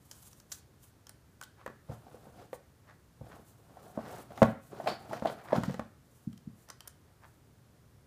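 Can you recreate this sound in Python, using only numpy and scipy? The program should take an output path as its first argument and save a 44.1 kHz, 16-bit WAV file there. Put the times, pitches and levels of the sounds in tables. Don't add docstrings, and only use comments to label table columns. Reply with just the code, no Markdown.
import sys
import numpy as np
from scipy import signal
from scipy.fft import rfft, irfft
from scipy.io import wavfile

SR = 44100
rng = np.random.default_rng(int(sys.argv[2]) if len(sys.argv) > 2 else 0)


def persist_wave(psi):
    counts = np.round(np.clip(psi, -1, 1) * 32767).astype(np.int16)
    wavfile.write(sys.argv[1], SR, np.atleast_2d(counts).T)


N = 355446
TIME = np.arange(N) / SR
AGE = TIME[:SR // 2]

# f/Hz, level/dB
BACKGROUND_COLOUR = [(20, -21), (40, -9.5), (65, 0.5), (120, 3.5), (200, -5.5), (400, -11), (800, -18),
                     (1600, -21.5), (2600, -28), (6000, -29.5), (12000, -31.5), (16000, -34.5)]
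SLEEVE_COLOUR = [(300, -15), (1200, 1), (2000, -13.5), (3000, -5), (5000, -7), (7000, -0.5), (10500, 0),
                 (15000, -2.5)]
SHELL_COLOUR = [(200, -26), (600, 1), (1000, 1.5), (1400, -1.5), (1900, -3), (2500, -13.5), (4500, -21),
                (9000, -36), (16000, -51)]
SLIDE_COLOUR = [(70, -16), (120, -1), (240, -6), (350, -4.5), (520, -5.5), (750, -6.5), (1000, -13),
                (1350, -13.5), (1900, -24), (2600, -27.5), (5000, -30.5), (15000, -53)]
SCRAPE_COLOUR = [(500, -10), (1500, 0), (2500, 2.5), (4000, 0), (5800, 0), (8000, -7), (11000, -11),
                 (15000, -11)]
TICK_COLOUR = [(500, -26.5), (2200, -19), (3500, -1.5), (6500, 1.5), (9000, -1.5), (15000, -4.5)]
HOLLOW_COLOUR = [(150, -22.5), (450, -5), (900, -4.5), (1500, 0.5), (2300, -13.5), (4000, -27),
                 (16000, -45)]
METAL_COLOUR = [(800, -8), (1500, 2), (2450, -3), (2800, -5.5), (3600, -3.5), (4500, -2), (4850, -8),
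                (5300, -3), (5700, -22), (6800, -14), (15000, -25)]
# f/Hz, t60/s
ROOM_T60 = [(100, 0.282), (500, 0.29), (2000, 0.47), (6000, 0.2), (15000, 0.16)]
# f/Hz, level/dB
ROOM_DB = [(100, -5), (250, -8.5), (500, -13.5), (2000, -7.5), (6000, -9), (15000, -20)]
# delay/s, level/dB
ECHOES = [(0.014, -13), (0.0183, -24), (.0265, -17.5)]
# t/s, level/dB, half-length/s
SWISHES = [(.21, -58, 0.16), (.555, -54.5, 0.047), (.85, -58, .04), (2.55, -57, 0.018),
           (3.47, -63.5, 0.057), (3.88, -62, 0.035), (4.17, -54.5, .06), (4.45, -60, 0.074),
           (4.67, -59, 0.037), (6.17, -67, 0.11), (6.62, -68, 0.058), (7.29, -71.5, 0.065)]
# t/s, level/dB, half-length/s
RUBS = [(1.62, -60, 0.037), (2.90, -60, 0.041), (3.33, -58, 0.027), (4.11, -52.5, 0.12),
        (5.40, -52.5, 0.031), (5.505, -47, 0.047), (5.565, -39, 0.016), (6.70, -60, 0.019),
        (6.86, -56, 0.012), (7.12, -68.5, 0.063), (7.245, -57, 0.023)]
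# t/s, level/dB, half-length/s, edge scrape/dB
DRAGS = [(1.926, -51.5, 0.036, -17.5), (2.162, -57.5, 0.2, -21), (2.413, -56.5, 0.052, -12.5),
         (3.331, -54.5, 0.096, -36), (3.637, -63.5, 0.14, -36), (3.818, -55, 0.081, -27),
         (4.101, -48, 0.14, -17.5), (4.382, -50.5, 0.059, -13), (4.798, -48.5, 0.079, -19),
         (4.898, -40.5, 0.041, -20), (5.048, -50.5, 0.065, -40), (5.154, -43, 0.043, -12),
         (5.28, -43.5, 0.048, -16), (5.46, -52.5, 0.14, -29), (5.56, -38.5, .025, -16),
         (5.684, -52.5, .1, -2.5)]
# t/s, level/dB, brightest f/Hz, hollow shell/dB, t60/s
CLICKS = [(0.1126, -37, 5850, -10, 0.03), (0.33, -47.5, 5800, -12, 0.02), (0.4, -47.5, 6100, -12, 0.023),
          (.5175, -33.5, 5960, -12.5, 0.033), (0.5211, -31.5, 7300, -15, 0.054),
          (1.0688, -39.5, 5450, -15, 0.013), (1.0936, -34.5, 10000, -16, 0.011),
          (1.4128, -36.5, 7500, -5, 0.013), (1.426, -39, 8000, -6, 0.011), (1.435, -38, 3140, -12, 0.037),
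          (4.4302, -34.5, 6000, -6, 0.018), (6.3288, -50, 3080, -7, 0.018), (6.3764, -47, 3360, -14, 0.016),
          (6.6878, -44, 5750, -9, 0.013), (6.701, -33, 5860, -10.5, 0.016),
          (6.806, -33, 3040, -14.5, 0.0078), (6.8749, -32.5, 13500, -15.5, 0.011),
          (6.8785, -33, 9600, -23, 0.0096)]
# f/Hz, level/dB, t60/s
FITTING_MODES = [(3120, 4.5, 0.01536), (5340, -8.5, 0.0177), (5620, 1.5, 0.02), (8750, -2.5, 0.013),
                 (9520, 0.5, 0.011), (9300, -5.5, 0.023), (13600, 0.5, .012)]
# t/s, level/dB, boosted f/Hz, t60/s
CLANKS = [(4.873, -36, 2520, 0.075), (4.886, -42, 4600, 0.22), (5.27, -43.5, 3200, 0.095),
          (5.279, -59, 4080, 0.089)]
# t/s, level/dB, f/Hz
THUMPS = [(1.9, -30.5, 121), (3.216, -35.5, 125), (4.424, -13, 171), (4.432, -25, 144), (5.584, -17.5, 197),
          (5.685, -20.5, 184), (5.706, -30, 162), (6.2766, -24.5, 191), (6.477, -31, 192)]
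# f/Hz, level/dB, t60/s
AFTER_TONES = [(131.8, -8.5, 0.17), (223.4, -10, 0.073), (294, -12, 0.48), (449.6, -11.5, 0.16),
               (519, 0.5, 0.1), (573, -0.5, 0.14), (620.5, -5.5, 0.138), (676, 0.5, 0.098), (759, -6, 0.27),
               (925, -13, 0.3), (1040, -6, 0.18), (1100, -10, 0.14), (1183, -11, 0.18), (1507, -16, 0.16),
               (1998, -33, 0.12)]
# t/s, level/dB, struck part's f/Hz, table thud/dB, hardness (0 to 1)
KNOCKS = [(1.662, -37, 530, -27, 1), (1.677, -41, 1130, -2.5, 0.86), (1.70, -46.5, 407, -11, 0.76),
          (1.896, -39.5, 530, -3.5, 0.04), (1.915, -44, 720, 0, 0.26), (2.067, -50, 784, -2, 0.15),
          (2.144, -41, 486, -8, 0.15), (2.269, -49, 543, 1, 0.36), (2.530, -31.5, 516, -19, 0.68),
          (3.212, -43, 523, .5, 0), (3.394, -48, 450, -3, 0.3), (3.769, -42.5, 730, -20, 0.5),
          (3.975, -27.5, 597, 0.5, 0.05), (3.989, -33, 660, -14, 0.34), (4.305, -46.5, 650, -4, 0.71),
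          (4.376, -39.5, 694, -23.5, 0.95), (4.419, -8, 588, -3.5, 0.45), (4.428, -12, 548, -6.5, 0.68),
          (4.730, -35, 370, -11, 0.1), (4.799, -26, 672, -24, 0.34), (4.860, -29, 670, -16, 0.5),
          (4.868, -20.5, 685, -22, 0.07), (4.873, -20, 720, -21, 0.62), (4.884, -23, 666, -12, 0.4),
          (5.111, -33.5, 850, -14, 0.3), (5.131, -27.5, 635, -27, 0.84), (5.174, -40.5, 765, -24, 0.77),
          (5.223, -30, 550, 0, 0.55), (5.249, -24, 705, -15, 0.2), (5.255, -15, 680, -19, 0.35),
          (5.298, -30.5, 573, -22, 0.7), (5.505, -38.5, 980, -22, .5), (5.522, -29.5, 880, -4, 0.5),
          (5.529, -13, 587, -10, 0.35), (5.553, -41, 680, -5, 0.94), (5.635, -32, 664, 1.5, 1),
          (5.695, -32.5, 507, -16, 0.67), (5.743, -38.5, 490, -11, 0.93), (5.795, -32.5, 574, 1.5, 0.84)]


def undb(db):
    return 10 ** (np.asarray(db) / 20)


def unit(x):
    return x / np.sqrt(np.mean(x ** 2))


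def lookup(points, hz):
    f, value = np.transpose(points)
    return np.interp(np.log(np.maximum(hz, 1)), np.log(f), value)


def colour(x, points):
    size = 4096
    gains = unit(undb(lookup(points, np.fft.rfftfreq(size, 1 / SR))))
    cepstrum = irfft(np.log(gains))
    cepstrum[1:size // 2] *= 2
    cepstrum[size // 2 + 1:] = 0
    return signal.oaconvolve(x, irfft(np.exp(rfft(cepstrum))))[:len(x)]


def add(track, s, sound):
    i = max(int(s * SR), 0)
    track[i:i + len(sound)] += sound[:N - i]


def fade(t60):
    return np.exp(-np.log(1000) * AGE / max(t60, .001))


def ring(hz, t60):
    return np.sin(2 * np.pi * hz * AGE) * fade(t60)


def resonate(x, hz, sharpness):
    return signal.lfilter(*signal.iirpeak(hz, sharpness, fs=SR), x)


def burst(t60, contact_ms=0.38):
    return rng.standard_normal(len(AGE)) * fade(t60) * (1 - np.exp(-1000 * AGE / contact_ms))


def strokes(rows):
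    return sum(undb(db) * np.exp(-((TIME - s) / half_length) ** 2) for s, db, half_length in rows)


def friction(grain_db, flutter_db):
    sizes = np.repeat(rng.standard_normal(N // 32 + 1), 32)[:N]
    fits = 1.2 * np.interp(TIME * 70, np.arange(4000), rng.standard_normal(4000))
    return unit(rng.standard_normal(N) * undb(grain_db * sizes + flutter_db * fits))


def background(level_db):
    return undb(level_db) * unit(colour(rng.standard_normal(N), BACKGROUND_COLOUR))


def room(x, build_s):
    edges = np.geomspace(40, 20000, 10)
    response = np.zeros(len(AGE))
    for lo, hi in zip(edges, edges[1:]):
        hz = np.sqrt(lo * hi)
        bandpass = signal.butter(3, [lo, hi], "band", fs=SR, output="sos")
        band = signal.sosfilt(bandpass, rng.standard_normal(len(AGE)))
        tail = band * fade(lookup(ROOM_T60, hz)) * (1 - np.exp(-(AGE / build_s) ** 2))
        response += undb(lookup(ROOM_DB, hz)) * tail * np.sqrt(2 * (hi - lo) / SR / np.sum(tail ** 2))
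    for s, db in ECHOES:
        response += undb(db) * np.exp(-((AGE - s) * SR / 6) ** 2) / (6 * np.sqrt(np.pi))
    return x + signal.oaconvolve(x, response)[:N]


def sleeves(push):
    stir = undb(-35.5) * push ** 0.62
    arm = np.hypot(strokes(SWISHES), stir)
    return colour(friction(grain_db=2, flutter_db=3) * arm, SLEEVE_COLOUR)


def fingers():
    return colour(friction(grain_db=4.5, flutter_db=3.5) * strokes(RUBS), SHELL_COLOUR)


def dragging(push):
    slide = colour(friction(grain_db=3, flutter_db=2.5) * push, SLIDE_COLOUR)
    judder = undb(-3) * resonate(slide, hz=729, sharpness=7)
    edges = strokes([(s, db + edge_db, half_length) for s, db, half_length, edge_db in DRAGS])
    scrape = colour(friction(grain_db=4.5, flutter_db=2) * edges, SCRAPE_COLOUR)
    return slide + judder + scrape


def clicks(snap_db=-6.5, peak_db=5.5, mode_db=-13, hollow_db=-2.5, per_octave_db=-7.5):
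    snaps, rings, hollow = np.zeros((3, N))
    for s, db, hz, shell_db, t60 in CLICKS:
        snap = undb(db + snap_db) * burst(t60)
        add(snaps, s, snap + undb(peak_db) * resonate(snap, hz, sharpness=6.4))
        modes = sum(undb(level + per_octave_db * abs(np.log2(f / hz))) * ring(f, decay)
                    for f, level, decay in FITTING_MODES)
        add(rings, s, undb(db + mode_db) * modes)
        add(hollow, s, undb(db + shell_db + hollow_db) * burst(0.036))
    return colour(snaps, TICK_COLOUR) + rings + colour(hollow, HOLLOW_COLOUR)


def clanks(peak_db=6.5):
    out = np.zeros(N)
    for s, db, hz, t60 in CLANKS:
        modes = undb(db) * burst(t60)
        add(out, s, modes + undb(peak_db) * resonate(modes, hz, sharpness=10))
    return colour(out, METAL_COLOUR)


def thumps(cycles=0.62, lead_s=0.02):
    out = np.zeros(N)
    t = AGE - lead_s
    for s, db, hz in THUMPS:
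        swing = -np.sin(2 * np.pi * hz * t) * np.exp(-(hz * t / cycles) ** 2)
        add(out, s - lead_s, undb(db) * swing)
    return out


def knocks(part_db=6.5, high_db=-20, low_db=3.5, clack_db=1, part_t60=0.024, overtone=1.413):
    soft_clack_db, soft_tick_db = -28.5, -49
    tones, clacks, ticks = np.zeros((3, N))
    low_tones = sum(undb(db) * ring(hz, t60) for hz, db, t60 in AFTER_TONES if hz < 350)
    high_tones = sum((-1) ** k * undb(db) * ring(hz, t60)
                     for k, (hz, db, t60) in enumerate(AFTER_TONES) if hz >= 350)
    thud = ring(241, 0.042) + undb(-18.5) * low_tones
    for s, db, hz, thud_db, hardness in KNOCKS:
        rise_ms = 0.68 * (1 - 0.85 * hardness) * undb(-0.5 * thud_db)
        rise = 1 - np.exp(-(1000 * AGE / rise_ms) ** 2)
        part = ring(hz, part_t60) + undb(-11) * ring(hz * overtone, part_t60 / overtone)
        ringing = undb(part_db) * part + undb(high_db) * high_tones + undb(thud_db + low_db) * thud
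        add(tones, s, undb(db) * rise * ringing)
        softness = 1 - hardness
        add(clacks, s, undb(db + clack_db + soft_clack_db * softness) * rise * burst(0.036))
        add(ticks, s, undb(db + soft_tick_db * softness) * burst(0.0054))
    return tones + colour(clacks, SHELL_COLOUR) + colour(ticks, TICK_COLOUR)


def scene():
    push = strokes([row[:3] for row in DRAGS])
    blows = knocks() + thumps() + clanks()
    rubbing = dragging(push) + sleeves(push) + fingers()
    gear = blows + undb(-1.5) * rubbing + clicks()
    bass_cut = signal.butter(2, 65, "high", fs=SR, output="sos")
    gear = signal.sosfilt(bass_cut, gear)
    return (background(level_db=-61.5) + room(gear, build_s=0.0081))[None]


def record(dry):
    return signal.sosfilt(signal.ellip(10, .2, 70, 15250, fs=SR, output="sos"), dry)


dry = scene()
out = record(dry)
persist_wave(out)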